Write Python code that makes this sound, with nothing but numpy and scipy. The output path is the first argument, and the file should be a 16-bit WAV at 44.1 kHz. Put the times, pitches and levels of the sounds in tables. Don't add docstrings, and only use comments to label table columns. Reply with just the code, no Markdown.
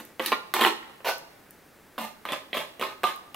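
import sys
import numpy as np
from scipy import signal
from scipy.fft import rfft, irfft
from scipy.io import wavfile
from scipy.ndimage import map_coordinates

SR = 44100
rng = np.random.default_rng(int(sys.argv[2]) if len(sys.argv) > 2 else 0)


def transcribe(u):
    v = np.clip(np.atleast_2d(u).T, -1, 1)
    q = np.round(v * 32767).astype(np.int16)
    wavfile.write(sys.argv[1], SR, q)


N = 147735
SIZE = 16384
CUTOFF_HZ = 15750

# frequency in Hz, level in dB.
AIR_SPECTRUM = [(25,-6.5), (50,-4), (300,4), (1100,-5), (1800,-4.5), (3000,-13), (7000,-18), (16000,-16)]
AIR_DB, AIR_SIDE_DB = -55, -11

# frequency in Hz, gain in dB.
ROOM_COLOUR = [(150, -3.5), (1000, -4.5), (3000, -5), (6000, 7.5), (14000, -4)]
# frequency in Hz, gain in dB.
SIDE_COLOUR = [(200,-8.5), (1000,-4), (3000,-2.5), (5500,11), (9000,2), (15000,-9)]
# frequency in Hz, left over right in dB.
LEFT_OVER_RIGHT = [(200,-0.3), (600,-2.5), (5000,-2), (12000,0.1)]
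RIGHT_LAG_S = .000007
ROOM_GAP_S = 0.00535
ROOM_T60_S, ROOM_DB = 0.25, -7
LATE_T60_S, LATE_DB = 0.77, -10
LATE_DAMPING_HZ = 2500
SWAY_HZ = 4

# start in seconds, level in dB.
FOOD_TICKS = [(.052,-44.5), (1.183,-43), (1.5085,-44.5), (3.162,-46)]
TICK_HZ = 12800

# release in seconds, swell in dB, level in dB.
RUB_STROKE = (0.065, 9.4, -24)
# frequency in Hz, gain in dB.
RUB_SPECTRUM = [(80,-48), (250,-15.5), (380,-4.5), (540,2.5), (950,2), (1400,-9), (2900,-7), (8200,-27.5),
                (12500,-17.5), (16000,-24)]
# frequency in Hz, width in Hz, boost in dB.
RUB_RINGS = [(1504, 18, 16.7), (2830, 54, 4.1), (4300, 140, 3.9), (950, 70, 1.7)]
RUB_START_S, RUB_RISE_S = 1.0455, .042

# start in seconds, frequency in Hz, fall by 60 dB in seconds, level in dB.
LONG_RINGS = [(.32, 1402, 0.35, -34), (1.98, 221.4, 0.35, -35)]
RING_ATTACK_S = .012

# lowest Hz, highest Hz.
REGISTERS_HZ = [(150, 760), (760, 1380), (1500, 4500), (5200, 16000)]
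# start in seconds, bass, middle, rattle and treble levels in dB,
# pitch of the crease (the bite) in Hz.
KNOCKS = [(.196,-28,-36,-30.5,-46,2840), (.2005,-29.5,-31,-29.5,-52,1900), (.261,-40,-65,-26.5,-27,4000),
          (.3198,-25,-21,-24,-40,3180), (.3265,-31,-21,-22.5,-73,1930), (.539,-36,-24,-26,-27,3640),
          (.6116,-29.5,-41,-20.5,-30.5,3200), (.6219,-37,-28,-23.5,-37,3360),
          (.6378,-37,-31,-21.5,-37,3180), (.6491,-28,-20,-17,-36,2910), (.677,-34.5,-38,-26,-59,2900),
          (.829,-68,-73,-45.5,-64,1900), (.897,-51,-48.5,-64,-65,1800), (1.005,-49.5,-51,-55,-80,2210),
          (1.9799,-38.5,-33.5,-37.5,-54,3780), (2.253,-40,-31,-36,-48,2950),
          (2.2887,-40,-45,-32.5,-53,3360), (2.3213,-32.5,-33,-31,-39,3380),
          (2.3335,-35.5,-30.5,-31.5,-47,2340), (2.5306,-34.5,-50,-27,-54,3030),
          (2.5704,-32,-34,-28.5,-43,3200), (2.7963,-36.5,-52,-39.5,-46,2870),
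          (2.8127,-31,-35.5,-32,-43.5,3660), (2.8251,-40,-24,-31,-42.5,2560),
          (3.034,-28.5,-35.5,-30,-40,3900), (3.0399,-27,-18.5,-27,-39.5,3700),
          (3.043,-33.5,-20,-31.5,-53,3950), (3.3448,-45.5,-39.5,-38.5,-43.5,2880)]
# start in seconds, push in seconds, release in seconds, swell in dB
# (negative sinks instead), bass, middle, rattle and treble levels in dB, pitch of the crease in Hz.
SCRAPES = [(-.01,0.0099,0.13,-19.5,-38.5,-38.5,-35.5,-39,2580),
           (.21,0.071,0.11,5,-47.5,-39.5,-37.5,-45,3750), (.54,0.13,0.061,6,-30.5,-25,-29.5,-38.5,2950),
           (1.981,0.058,0.08,-1.5,-39,-37,-40,-45,2830), (2.255,0.07,0.083,9.5,-41,-39.5,-38,-51.5,2440),
           (2.539,0.04,0.091,-1,-33.5,-35,-32.5,-43,3160), (2.799,0.031,0.086,15,-36,-32.5,-34,-46,2800),
           (3.04,0.044,0.072,2,-40,-31.5,-35,-45.5,3700)]
# frequency in Hz, width in Hz, boost in the first grip in dB,
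# boost in the second grip in dB.
TRAY_MODES = [(220.4,26,16,5.5), (316.6,34,8.5,-1.5), (386.7,63,15,1.5), (518.6,12.5,12.5,1), (572,130,4,4),
              (767,34,8,0.5), (878,36,7,6.5), (1012,36,0,8), (1082,48,8.5,7), (1212,33,6,13),
              (1390,78,3,-15), (1930,81,5.5,1)]
# frequency in Hz, gain in dB.
FOIL_RESPONSE = [(60,-34.5), (130,-13), (230,-6), (550,0), (1100,0), (2300,-1), (3600,-5), (4600,-12.5),
                 (6200,-19), (13500,-10.5), (16000,-18.5)]
REGRIP_S = 1.5
FLEX = .012
SHEET_T60_S, SHEET_DB = 0.067, -2
KNOCK_LENGTH_S = 0.0065
CRUSH_S, CRUSH_DB = 0.0017, 2
BITE_WIDTH_HZ, KNOCK_BITE_DB, SCRAPE_BITE_DB = 320, 12, 2.5
SLIPS_PER_S, SLIP_SPREAD_DB = 2600, 2.5
CATCH_S, CATCH_DB = 0.00668, 2.5


def from_db(db):
    return 10 ** (np.asarray(db) / 20)


def unit(x):
    return x / np.sqrt(np.sum(x ** 2) + 1e-20)


def add(out, start_s, x):
    start = int(round(start_s * SR))
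    x = x[max(-start, 0):]
    start = max(start, 0)
    out[start:start + len(x)] += x[:max(N - start, 0)]


def colour(x, points):
    hz, db = np.transpose(points)
    bins_hz = np.fft.rfftfreq(4096, 1 / SR)
    gain_db = np.interp(np.log(bins_hz + 1), np.log(hz), db)
    cepstrum = irfft(np.log(from_db(gain_db))) * np.r_[1, np.full(2047, 2), 1, np.zeros(2047)]
    impulse_response = irfft(np.exp(rfft(cepstrum)))
    return signal.fftconvolve(x, impulse_response)[:len(x)]


def resonate(x, hz, width_hz, boost_db):
    r = np.exp(-np.pi * abs(width_hz) / SR)
    b = np.array([1, 0, -1]) * (1 - r * r) / 2
    a = [1, -2 * r * np.cos(2 * np.pi * hz / SR), r * r]
    band = signal.lfilter(b, a, x + 1e-18)
    return x + (from_db(boost_db) - 1) * band


def dying_noise(t60, gap=0, size=SIZE):
    t = np.arange(size) / SR
    fade = from_db(-60 * t / t60) * (t >= gap)
    spectrum = rfft(rng.standard_normal(size) * fade ** .8, 2 * size)
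    flattened = irfft(spectrum / (abs(spectrum) + 1e-20))[:size]
    return unit(flattened * fade ** .3)


def stroke(push, release, swell_db):
    t = np.arange(SIZE) / SR
    return from_db(np.where(t < push, swell_db * (t / push - 1), -20 * (t - push) / release))


def room_tone():
    mid = unit(colour(rng.standard_normal(N), AIR_SPECTRUM)) * np.sqrt(N)
    side = unit(colour(rng.standard_normal(N), AIR_SPECTRUM)) * np.sqrt(N)
    return from_db(AIR_DB) * (mid + from_db(AIR_SIDE_DB) * side * np.array([[1], [-1]]))


def reverberation(x, points):
    out = 0
    angle = 2 * np.pi * SWAY_HZ * np.arange(N) / SR
    damping = signal.butter(1, LATE_DAMPING_HZ, fs=SR)
    for share in (np.cos(angle), np.sin(angle)):
        late = signal.lfilter(*damping, dying_noise(LATE_T60_S, ROOM_GAP_S, size=SR))
        early = dying_noise(ROOM_T60_S, ROOM_GAP_S, size=SR)
        tail = from_db(ROOM_DB) * early + from_db(LATE_DB) * late
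        out = out + signal.fftconvolve(x * share, colour(tail, points))[:N]
    return out


def room(x):
    mid = x + reverberation(x, ROOM_COLOUR)
    side = reverberation(x, SIDE_COLOUR)
    left = colour(mid + side, [(hz, db / 2) for hz, db in LEFT_OVER_RIGHT])
    right = colour(mid - side, [(hz, -db / 2) for hz, db in LEFT_OVER_RIGHT])
    right = map_coordinates(right, [np.arange(N) - RIGHT_LAG_S * SR], order=3)
    return np.array([left, right])


def sticky_ticks():
    out = np.zeros(N)
    b, a = signal.iirpeak(TICK_HZ, 2, fs=SR)
    once = signal.lfilter(b, a, signal.unit_impulse(SIZE) + 1e-18)
    tick = unit(signal.lfilter(b, a, once))
    for start_s, db in FOOD_TICKS:
        add(out, start_s, tick * np.sqrt(KNOCK_LENGTH_S * SR / 2) * from_db(db))
    return out


def mouthful():
    release, swell_db, level_db = RUB_STROKE
    friction = rng.standard_normal(SIZE) * stroke(RUB_RISE_S, release, swell_db)
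    x = colour(friction, RUB_SPECTRUM)
    for hz, width_hz, boost_db in RUB_RINGS:
        x = resonate(x, hz, width_hz, boost_db)
    out = np.zeros(N)
    add(out, RUB_START_S, unit(x) * np.sqrt(RUB_RISE_S * SR) * from_db(level_db))
    return out


def long_rings():
    out, t = np.zeros(N), np.arange(SIZE) / SR
    for start_s, hz, t60, db in LONG_RINGS:
        envelope = np.minimum(t / RING_ATTACK_S, 1) * from_db(db - 60 * t / t60)
        add(out, start_s, np.sin(2 * np.pi * hz * t) * envelope)
    return out


def crush(bite_hz):
    crackle = dying_noise(CRUSH_S * np.log(1000))
    force = signal.unit_impulse(SIZE) + from_db(CRUSH_DB) * crackle
    return resonate(force, bite_hz, BITE_WIDTH_HZ, KNOCK_BITE_DB)


def slips(push, release, swell_db):
    t = np.arange(SIZE) / SR
    clicks = (rng.random(SIZE) < SLIPS_PER_S / SR) * rng.choice([-1, 1], SIZE)
    sizes_db = SLIP_SPREAD_DB * np.minimum(rng.exponential(1, SIZE), 4)
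    catch_db = CATCH_DB * np.interp(t / CATCH_S, np.arange(SIZE), rng.standard_normal(SIZE))
    return clicks * from_db(sizes_db + catch_db) * stroke(push, release, swell_db)


def tray(force, start_s, length_s, levels_db):
    shimmer = signal.fftconvolve(force, dying_noise(SHEET_T60_S))[:SIZE]
    x = colour(force + from_db(SHEET_DB) * shimmer, FOIL_RESPONSE)
    for hz, width_hz, first_db, second_db in TRAY_MODES:
        bent_hz = hz * (1 + FLEX * rng.standard_normal())
        x = resonate(x, bent_hz, width_hz, first_db if start_s < REGRIP_S else second_db)
    hz = np.fft.rfftfreq(SIZE, 1 / SR)
    power = 2 * abs(rfft(x)) ** 2 / (SIZE * length_s * SR)
    points = []
    for (lo, hi), db in zip(REGISTERS_HZ, levels_db):
        gain_db = db - 10 * np.log10(power[(hz > lo) & (hz < hi)].sum() + 1e-20)
        points += [(lo * 1.2, gain_db), (hi / 1.15, gain_db)]
    return colour(x, points)


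def fork_on_foil():
    out = np.zeros(N)
    for start_s, *levels_db, bite_hz in KNOCKS:
        add(out, start_s, tray(crush(bite_hz), start_s, KNOCK_LENGTH_S, levels_db))
    for start_s, push, release, swell_db, *levels_db, bite_hz in SCRAPES:
        force = resonate(slips(push, release, swell_db), bite_hz, BITE_WIDTH_HZ, SCRAPE_BITE_DB)
        add(out, start_s, tray(force, start_s, push, levels_db))
    return out


def scene():
    sources = sticky_ticks() + mouthful() + long_rings() + fork_on_foil()
    return room_tone() + room(sources)


def record(dry):
    low_pass = signal.ellip(12, .1, 80, CUTOFF_HZ, fs=SR, output="sos")
    return signal.sosfilt(low_pass, dry)


dry = scene()
out = record(dry)
transcribe(out)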